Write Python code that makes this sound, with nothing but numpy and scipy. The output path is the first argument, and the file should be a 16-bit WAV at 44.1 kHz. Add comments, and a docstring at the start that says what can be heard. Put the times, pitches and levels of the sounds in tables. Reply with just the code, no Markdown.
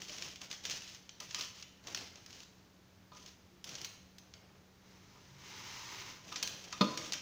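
"""Baking paper crinkles and snaps as hands settle a seed-coated dough ring on it, with soft rubs and bumps.
Then a metal tray of sesame seeds scrapes across a marble counter, grit ringing its walls. The paper
stirs again, and the baking sheet beside the tray, lightly nudged here and there, knocks down once, loudly.
A small hard kitchen rings after each sound, over room noise and a faint appliance hum."""
import sys
import numpy as np
from scipy import signal
from scipy.fft import rfft, irfft
from scipy.io import wavfile
from scipy.ndimage import uniform_filter1d

SR = 44100
rng = np.random.default_rng(int(sys.argv[2]) if len(sys.argv) > 2 else 0)


def transcribe(u):
    """Save the signal u as a 16-bit wav file named by the first command-line argument.

    u: samples, shape (n,) or (channels, n), limited to [-1, 1]; the rate is SR.
    q: integer samples, one column per channel.
    """
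    v = np.clip(np.atleast_2d(u).T, -1, 1)
    q = np.round(v * 32767).astype(np.int16)
    wavfile.write(sys.argv[1], SR, q)


N = 317961
TIME = np.arange(N) / SR

# Tone of the room noise. Each row: frequency in Hz, gain in dB.
ROOM_TONE_EQ = [(20, -9), (45, -5), (80, 9), (190, 0), (300, 0), (600, -6.5), (1200, -10), (2500, -13.5),
                (6000, -16), (9000, -13), (13500, -11.5), (15500, -16.5)]
# The appliance hum. Each row: frequency in Hz, level in dB.
HUM_PARTIALS = [(72, -93.5), (186, -66.5)]
# Soft bumps of hands and dough, and low thumps as the tray starts to slide. Each row: start in seconds, level
# in dB, pitch in Hz, length in seconds.
SOFT_BUMPS = [(0.095, -49, 600, 0.012), (1.275, -48, 145.4, 0.031), (1.895, -58, 219, 0.033),
              (2.025, -54, 330, .025), (3.11, -48, 140, 0.036), (3.506, -51, 350, 0.039),
              (3.675, -49, 199, 0.025), (5.13, -71, 234, .09), (5.265, -50.5, 136.8, .08)]
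# Blows on the baking sheet. Each row: start in seconds, level in dB, contact time in ms,
# frequency in Hz below which the sheet is held still.
SHEET_BLOWS = [(1.205, -59, 1.2, 1000), (1.343, -53, 1.2, 1000), (1.384, -55, 1.1, 1000),
               (3.118, -57.5, 0.29, 716), (3.153, -61, 0.92, 910), (5.155, -64, 1, 850),
               (6.32, -49, 0.37, 1110), (6.727, -48.5, 0.36, 1190), (6.8094, -24, 0.12, 130)]
# The baking sheet's modes. Each row: frequency in Hz, gain in dB, free 60 dB decay time in seconds.
SHEET_MODES = [(144, -20, 1), (198, -1, 0.37), (221, -9.5, 0.45), (252, -9.5, 0.43), (298, -17, 0.89),
               (323, -19, 1), (445, -10.5, 0.16), (474.4, -11, 0.21), (524, -17, 0.35), (593.3, -9.5, 0.17),
               (870, -16, 0.13), (1009, -8, 0.23), (1038, -12.5, .17), (1122, -13.5, 0.14),
               (1220, -7, 0.15), (1268, -11, 0.15), (1358, -23, 0.22), (2480, -14, 0.074), (2670, -16, 0.1),
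               (3440, -12.5, 0.1), (3673, -4.5, 0.076), (4220, -8, 0.08), (4338, -1, 0.058),
               (4730, -11, 0.084), (4920, -10, 0.13), (6300, -18, 0.13)]
# Envelope of the tray's slide. Each row: time in seconds, scrape level in dB.
SLIDE_ENVELOPE = [(4.75, -85), (4.888, -66.5), (5.35, -64.5), (5.47, -53.5), (5.678, -49.5), (6.022, -48),
                  (6.038, -53.5), (6.092, -48.5), (6.22, -64)]
# Resonances of the tray's walls. Each row: frequency in Hz, width in Hz, gain in dB.
TRAY_MODES = [(1020, 78, 8.5), (1795, 44, -11), (2110, 43, -1), (2250, 50, 0), (2860, 39, -2),
              (3100, 33, -5), (3860, 39, -2), (5170, 81, 0), (6000, 100, 2)]
# Tone of the scrape, and of the counter rumbling under it. Each row: frequency in Hz, gain in dB.
SCRAPE_EQ = [(100, -11), (400, -13), (700, -3), (950, 7), (1500, 3), (2200, 5), (3500, 2), (6300, 3.5),
             (9000, -2), (16000, -5)]
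RUMBLE_EQ = [(30, -11), (70, -9.5), (115, 5), (200, -9), (400, -5), (900, -27.5), (4000, -54)]
# Hands press or shift the ring and paper. Each row: start in seconds, swell in seconds,
# time until release in seconds, crinkle level in dB, rub level in dB.
HAND_PRESSES = [(0, 0.0033, 0.072, -50.5, -65), (0.072, .015, 0.2, -46.5, -60),
                (0.402, .015, 0.032, -51, -59.5), (0.496, 0.0072, 0.032, -52, -62),
                (0.631, 0.011, 0.13, -44.5, -62.5), (0.744, 0.027, 0.2, -51.5, -72),
                (1.198, .02, 0.032, -50.5, -64), (1.273, 0.13, 0.16, -43.5, -63),
                (1.518, 0.039, 0.081, -54, -74), (1.813, 0.083, 0.21, -51.5, -57),
                (2.085, .03, .15, -63, -69), (2.264, 0.047, 0.13, -54.5, -66),
                (3.11, 0.092, .17, -55.5, -73), (3.639, 0.034, 0.19, -53.5, -60.5),
                (4.17, 0.053, 0.4, -77, -72.5), (6.2, 0.08, 0.35, -52.5, -60),
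                (6.542, 0.025, 0.33, -54.5, -62.5), (6.803, 0.031, 0.3, -47.5, -55.5)]
# Tone of rubbing dough, and of baking paper. Each row: frequency in Hz, gain in dB.
DOUGH_EQ = [(60, -8.5), (130, 8), (300, 4), (600, 2.5), (1200, -2.5), (2500, -6), (8000, -40)]
PAPER_EQ = [(200, -15.5), (800, -13), (1500, -7.5), (2200, -4), (2950, 0), (3900, -2.5), (6000, 0.5),
            (9000, -5), (16000, -11.5)]
# The loudest creases snapping. Each row: start in seconds, level in dB, centre in Hz,
# crispness above 10 kHz in dB, decay in ms.
LOUD_CREASES = [(.0181, -42.5, 6200, -2, 1.7), (.0939, -44.5, 2840, -6, 5.6), (.183, -44, 2970, -9, 1.2),
                (.2227, -38, 4000, -8, 2.6), (.3581, -47.5, 3060, -6, 2.1), (.4156, -44.5, 2900, -1, 2.1),
                (.5129, -39, 3020, -7, 2), (.527, -43, 4750, -3, 2), (.652, -36.5, 5800, -4, 4.2),
                (.698, -38.5, 6100, 0, 0.71), (.708, -37.5, 5500, -6, 11), (1.0922, -46.5, 2880, -22, 2.2),
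                (1.2017, -41.5, 4890, 2.5, 4), (1.3087, -44.5, 2540, -17, 3.2),
                (1.346, -33.5, 4910, -4.5, 1.2), (1.409, -36, 3300, -5, 3.2), (1.6251, -45, 5640, -5, 2.5),
                (1.8706, -44, 2800, -6, 2.3), (1.9467, -33.5, 3000, -4.5, 2.3),
                (1.974, -42.5, 3050, 2, 1.8), (2.1565, -51.5, 2910, -8, 2.3),
                (2.2617, -50, 4800, -0.5, 1.5), (2.3284, -50.5, 2840, -9, 1.7),
                (2.4036, -50, 5900, -6, 1.8), (3.6422, -43, 4800, 5.5, 2.5), (3.6913, -45.5, 5800, 2, 4.2),
                (3.7523, -42, 3340, -6, 4.7), (3.8146, -44, 3470, 4, 1.4), (3.8453, -39, 5470, 2, 5.8),
                (4.1833, -51.5, 4140, 6, 2.6), (4.338, -50, 3250, -8, 1.9), (6.3248, -44, 5340, -1, 2.5),
                (6.3582, -37, 3800, -11, 11), (6.4269, -30.5, 4610, 3.5, 4.5),
                (6.4744, -36.5, 4000, 2, 2.2), (6.7265, -39.5, 2650, -8, 2.7),
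                (6.974, -35.5, 5600, -3.5, 4.4), (7.1223, -33.5, 3640, -7, 0.8),
                (7.133, -35, 5320, -4, 2.3), (7.1394, -40, 6100, -1, 0.88)]
# The microphone's response. Each row: frequency in Hz, gain in dB.
MIC_EQ = [(20, 0), (6400, 0.5), (7200, -7), (8200, -15.5), (10000, -16.5), (13900, -19), (15000, -0.5),
          (15600, -13.5)]


def undb(db):
    """Decibels to gain."""
    return 10 ** (np.asarray(db) / 20)


def unit(x):
    """Scale to rms 1."""
    return x / np.sqrt(np.mean(x ** 2))


def add(track, start_s, sound):
    """Mix a sound into the track at its cue."""
    start = max(int(start_s * SR), 0)
    track[start:start + len(sound)] += sound[:N - start]


def equalise(x, points, size=4096):
    """Minimum-phase EQ through the given (Hz, dB) points."""
    hz, db = np.transpose(points)
    grid = np.maximum(np.fft.rfftfreq(size, 1 / SR), 1)
    response = undb(np.interp(np.log(grid), np.log(hz), db))
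    cepstrum = irfft(np.log(response))
    cepstrum[1:size // 2] *= 2
    cepstrum[size // 2 + 1:] = 0
    return signal.fftconvolve(x, irfft(np.exp(rfft(cepstrum))))[:len(x)]


def resonate(x, hz, width_hz):
    """One resonance, gain 1 at its centre."""
    return signal.lfilter(*signal.iirpeak(hz, min(width_hz, SR / 4), fs=SR), x)


def highpass(x, hz, order=2):
    """Roll off the lows."""
    return signal.sosfilt(signal.butter(order, hz, "high", fs=SR, output="sos"), x)


def decay(t, t60):
    """A fade that falls 60 dB in t60 seconds."""
    return np.exp(-np.log(1000) * t / t60)


def wander(rate_hz):
    """A smooth random modulator at rms 1."""
    step = int(SR / rate_hz)
    held = np.repeat(rng.standard_normal(N // step + 1), step)
    return unit(uniform_filter1d(held, step)[:N])


def grains(per_second, spread_db):
    """Tiny random impulses of uneven size, at rms 1."""
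    size = undb(spread_db * np.minimum(rng.exponential(size=N), 4))
    return unit((rng.random(N) < per_second / SR) * size * rng.standard_normal(N))


def background(air_db=-62, waver_db=1):
    """The bed: steady room noise and a wavering appliance hum."""
    air = unit(equalise(rng.standard_normal(N), ROOM_TONE_EQ))
    hum = sum(undb(db + waver_db * wander(4.32)) * np.sin(2 * np.pi * hz * TIME + 0.24 * wander(5.6))
              for hz, db in HUM_PARTIALS)
    return undb(air_db) * air + hum


def kitchen_reverb(x, low_t60=0.78, high_t60=0.55, split_hz=2500, build_s=0.00047):
    """Hard kitchen walls return a dense tail, a little shorter in the treble."""
    t = np.arange(SR * 3 // 5) / SR
    noise = rng.standard_normal(len(t))
    treble = highpass(noise, split_hz, order=1)
    tail = (noise - treble) * decay(t, low_t60) + treble * decay(t, high_t60)
    tail *= 1 - np.exp(-t / build_s)
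    return signal.fftconvolve(x, tail / np.linalg.norm(tail))[:N]


def soft_bumps(width_hz=170, scuff_db=2.0, tone_db=-11):
    """Hands and dough land softly, and the tray thumps as it starts to slide: one dull tone swells and fades,
    with scuffing around it."""
    out, t = np.zeros(N), np.arange(SR // 2) / SR
    for start, db, hz, length in SOFT_BUMPS:
        noise = rng.standard_normal(len(t))
        scuff = undb(scuff_db) * unit(resonate(resonate(noise, hz, width_hz), hz, width_hz))
        tone = undb(tone_db) * np.sin(2 * np.pi * hz * t)
        age = 2 * t / length
        add(out, start, undb(db) * (tone + scuff) * age * np.exp(1 - age))
    return out


def sheet_knocks(crack_db=2, crack_s=0.0082, crack_hz=300, settled_db=-11, settle_s=0.037):
    """The baking sheet rings, and is soon damped as its rim settles on the counter."""
    out, t = np.zeros(N), np.arange(SR // 2) / SR
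    modes = sum(undb(db) * decay(t, t60) * np.sin(2 * np.pi * hz * t) for hz, db, t60 in SHEET_MODES)
    modes *= np.exp(-t / settle_s) + undb(settled_db)
    landing = 1 - np.exp(-t / .0014)  # the rim lands over a few milliseconds
    for start, db, contact_ms, held_hz in SHEET_BLOWS:
        crack = undb(crack_db) * np.exp(-t / crack_s) * highpass(rng.standard_normal(len(t)), crack_hz)
        # a longer contact pushes more gently and leaves out the high modes
        push = t * np.exp(-4 * t / (contact_ms / 1000))
        ring = signal.fftconvolve((modes + crack) * landing, push)[:len(t)]
        ring = highpass(ring, held_hz, order=4)
        add(out, start, undb(db) * ring / np.std(ring[:SR // 40]))
    return out


def tray_slide(scrape_db=0.5, judder_db=0.6, rumble_db=-37):
    """Grit catches between tray and marble and rings the tray's walls; the counter rumbles under it."""
    times, levels_db = np.transpose(SLIDE_ENVELOPE)
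    speed = undb(np.interp(TIME, times, levels_db, left=-120, right=-120))
    friction = grains(12000, spread_db=1.1) * undb(judder_db * wander(45)) * speed
    walls = sum(undb(db) * resonate(friction, hz, width) for hz, width, db in TRAY_MODES)
    rumble = undb(rumble_db) * np.sqrt(speed) * unit(equalise(rng.standard_normal(N), RUMBLE_EQ))
    return undb(scrape_db) * (equalise(friction, SCRAPE_EQ) + walls) + rumble


def pressure(start, swell, length, release_s):
    """A hand's push: it swells, holds and dies away."""
    age = np.maximum(TIME - start, 0)
    return np.minimum(age / swell, 1) * np.exp(-np.maximum(age - length, 0) / release_s)


def handling(crinkle_release_s=0.057, rub_release_s=0.056, relax_s=0.16, relax_db=-9.5):
    """Envelopes for the paper's crinkle and the rub of dough or hand; the strongest push leads."""
    crinkle, rub = np.zeros((2, N))
    for *timing, crinkle_db, rub_db in HAND_PRESSES:
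        pressed = pressure(*timing, crinkle_release_s)
        # once the hand lets go the rub stops quickly, while the paper relaxes with faint crinkles
        relaxing = undb(relax_db) * pressure(*timing, relax_s)
        crinkle = np.maximum(crinkle, undb(crinkle_db) * np.maximum(pressed, relaxing))
        rub = np.maximum(rub, undb(rub_db) * pressure(*timing, rub_release_s))
    return crinkle, rub


def rustle(crinkle, rub, crinkle_db=4.0, rub_db=2, flurry_db=1.83):
    """Countless small creases and seeds tick on the paper in flurries; the dough rubs lower down."""
    ticks = equalise(grains(7000, spread_db=-1.0) * undb(flurry_db * wander(90)), PAPER_EQ)
    drag = unit(equalise(grains(2500, spread_db=1.15) * undb(1.5 * wander(40)), DOUGH_EQ))
    return undb(crinkle_db) * crinkle * ticks + undb(rub_db) * rub * drag


def small_creases(crinkle, count=60, over_db=1.0, spread_db=6, centre_hz=4200, octaves=0.77,
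                  crisp_db=-5, decay_ms=1.9):
    """Lesser creases give way at random, as loud as the paper is worked: rows like LOUD_CREASES."""
    rows = []
    for when, size, patch in rng.random((count, 3)):
        worked_db = 20 * np.log10(crinkle[int(when * N)] + 1e-9)
        db = worked_db + over_db + spread_db * (size - .5)
        hz = centre_hz * 2 ** (octaves * (patch - .5))
        rows.append((when * N / SR, db, hz, crisp_db, decay_ms))
    return rows


def paper_tone(burst, crisp_db):
    """Voice a burst as baking paper, with a treble shelf; its first 5 ms have rms 1 through the mic."""
    shelf = [(7000, 0), (10000, min(crisp_db, 12))]
    voiced = equalise(equalise(burst, PAPER_EQ, size=512), shelf, size=512)
    return voiced / np.std(equalise(voiced, MIC_EQ, size=512)[:SR // 200])


def paper_snaps(creases, rise_s=0.00044, flutter_s=0.013, flutter_db=-21,
                broad_db=-11, width_hz=900, wet_db=-3.0):
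    """Each crease buckles in milliseconds and rings its own patch, with its own path to the walls."""
    out, t = np.zeros(N), np.arange(SR // 16) / SR
    attack = 1 - np.exp(-t / rise_s)
    flutter = undb(flutter_db) * np.exp(-t / flutter_s)
    for start, db, hz, crisp_db, decay_ms in creases:
        envelope = attack * (np.exp(-t / (decay_ms / 1000)) + flutter)
        # the patch faces the microphone; the rest of the paper radiates more evenly into the room
        near, around = envelope * rng.standard_normal((2, len(t)))
        near = resonate(near, hz, width_hz) + undb(broad_db) * highpass(near, hz=900, order=1)
        around = resonate(around, hz, 2 * width_hz) + .5 * around
        add(out, start, undb(db) * paper_tone(near, crisp_db))
        add(out, start, undb(db + wet_db) * kitchen_reverb(paper_tone(around, crisp_db)))
    return out


def scene(wet_db=-8, dry_below_hz=280):
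    """Paper, trays and hands in the kitchen; the counter's low thuds stay close and dry."""
    crinkle, rub = handling()
    paper = paper_snaps(LOUD_CREASES) + paper_snaps(small_creases(crinkle)) + rustle(crinkle, rub)
    counter = tray_slide() + sheet_knocks() + soft_bumps()
    reverb = undb(wet_db) * kitchen_reverb(highpass(counter, dry_below_hz))
    return (paper + counter + reverb + background())[None]


def record(dry, top_hz=15800):
    """The microphone dulls the treble above 7 kHz, peaks near 15 kHz and cuts the top."""
    high_cut = signal.ellip(10, .2, 70, top_hz, fs=SR, output="sos")
    return signal.sosfilt(high_cut, equalise(dry[0], MIC_EQ))[None]


dry = scene()
out = record(dry)
transcribe(out)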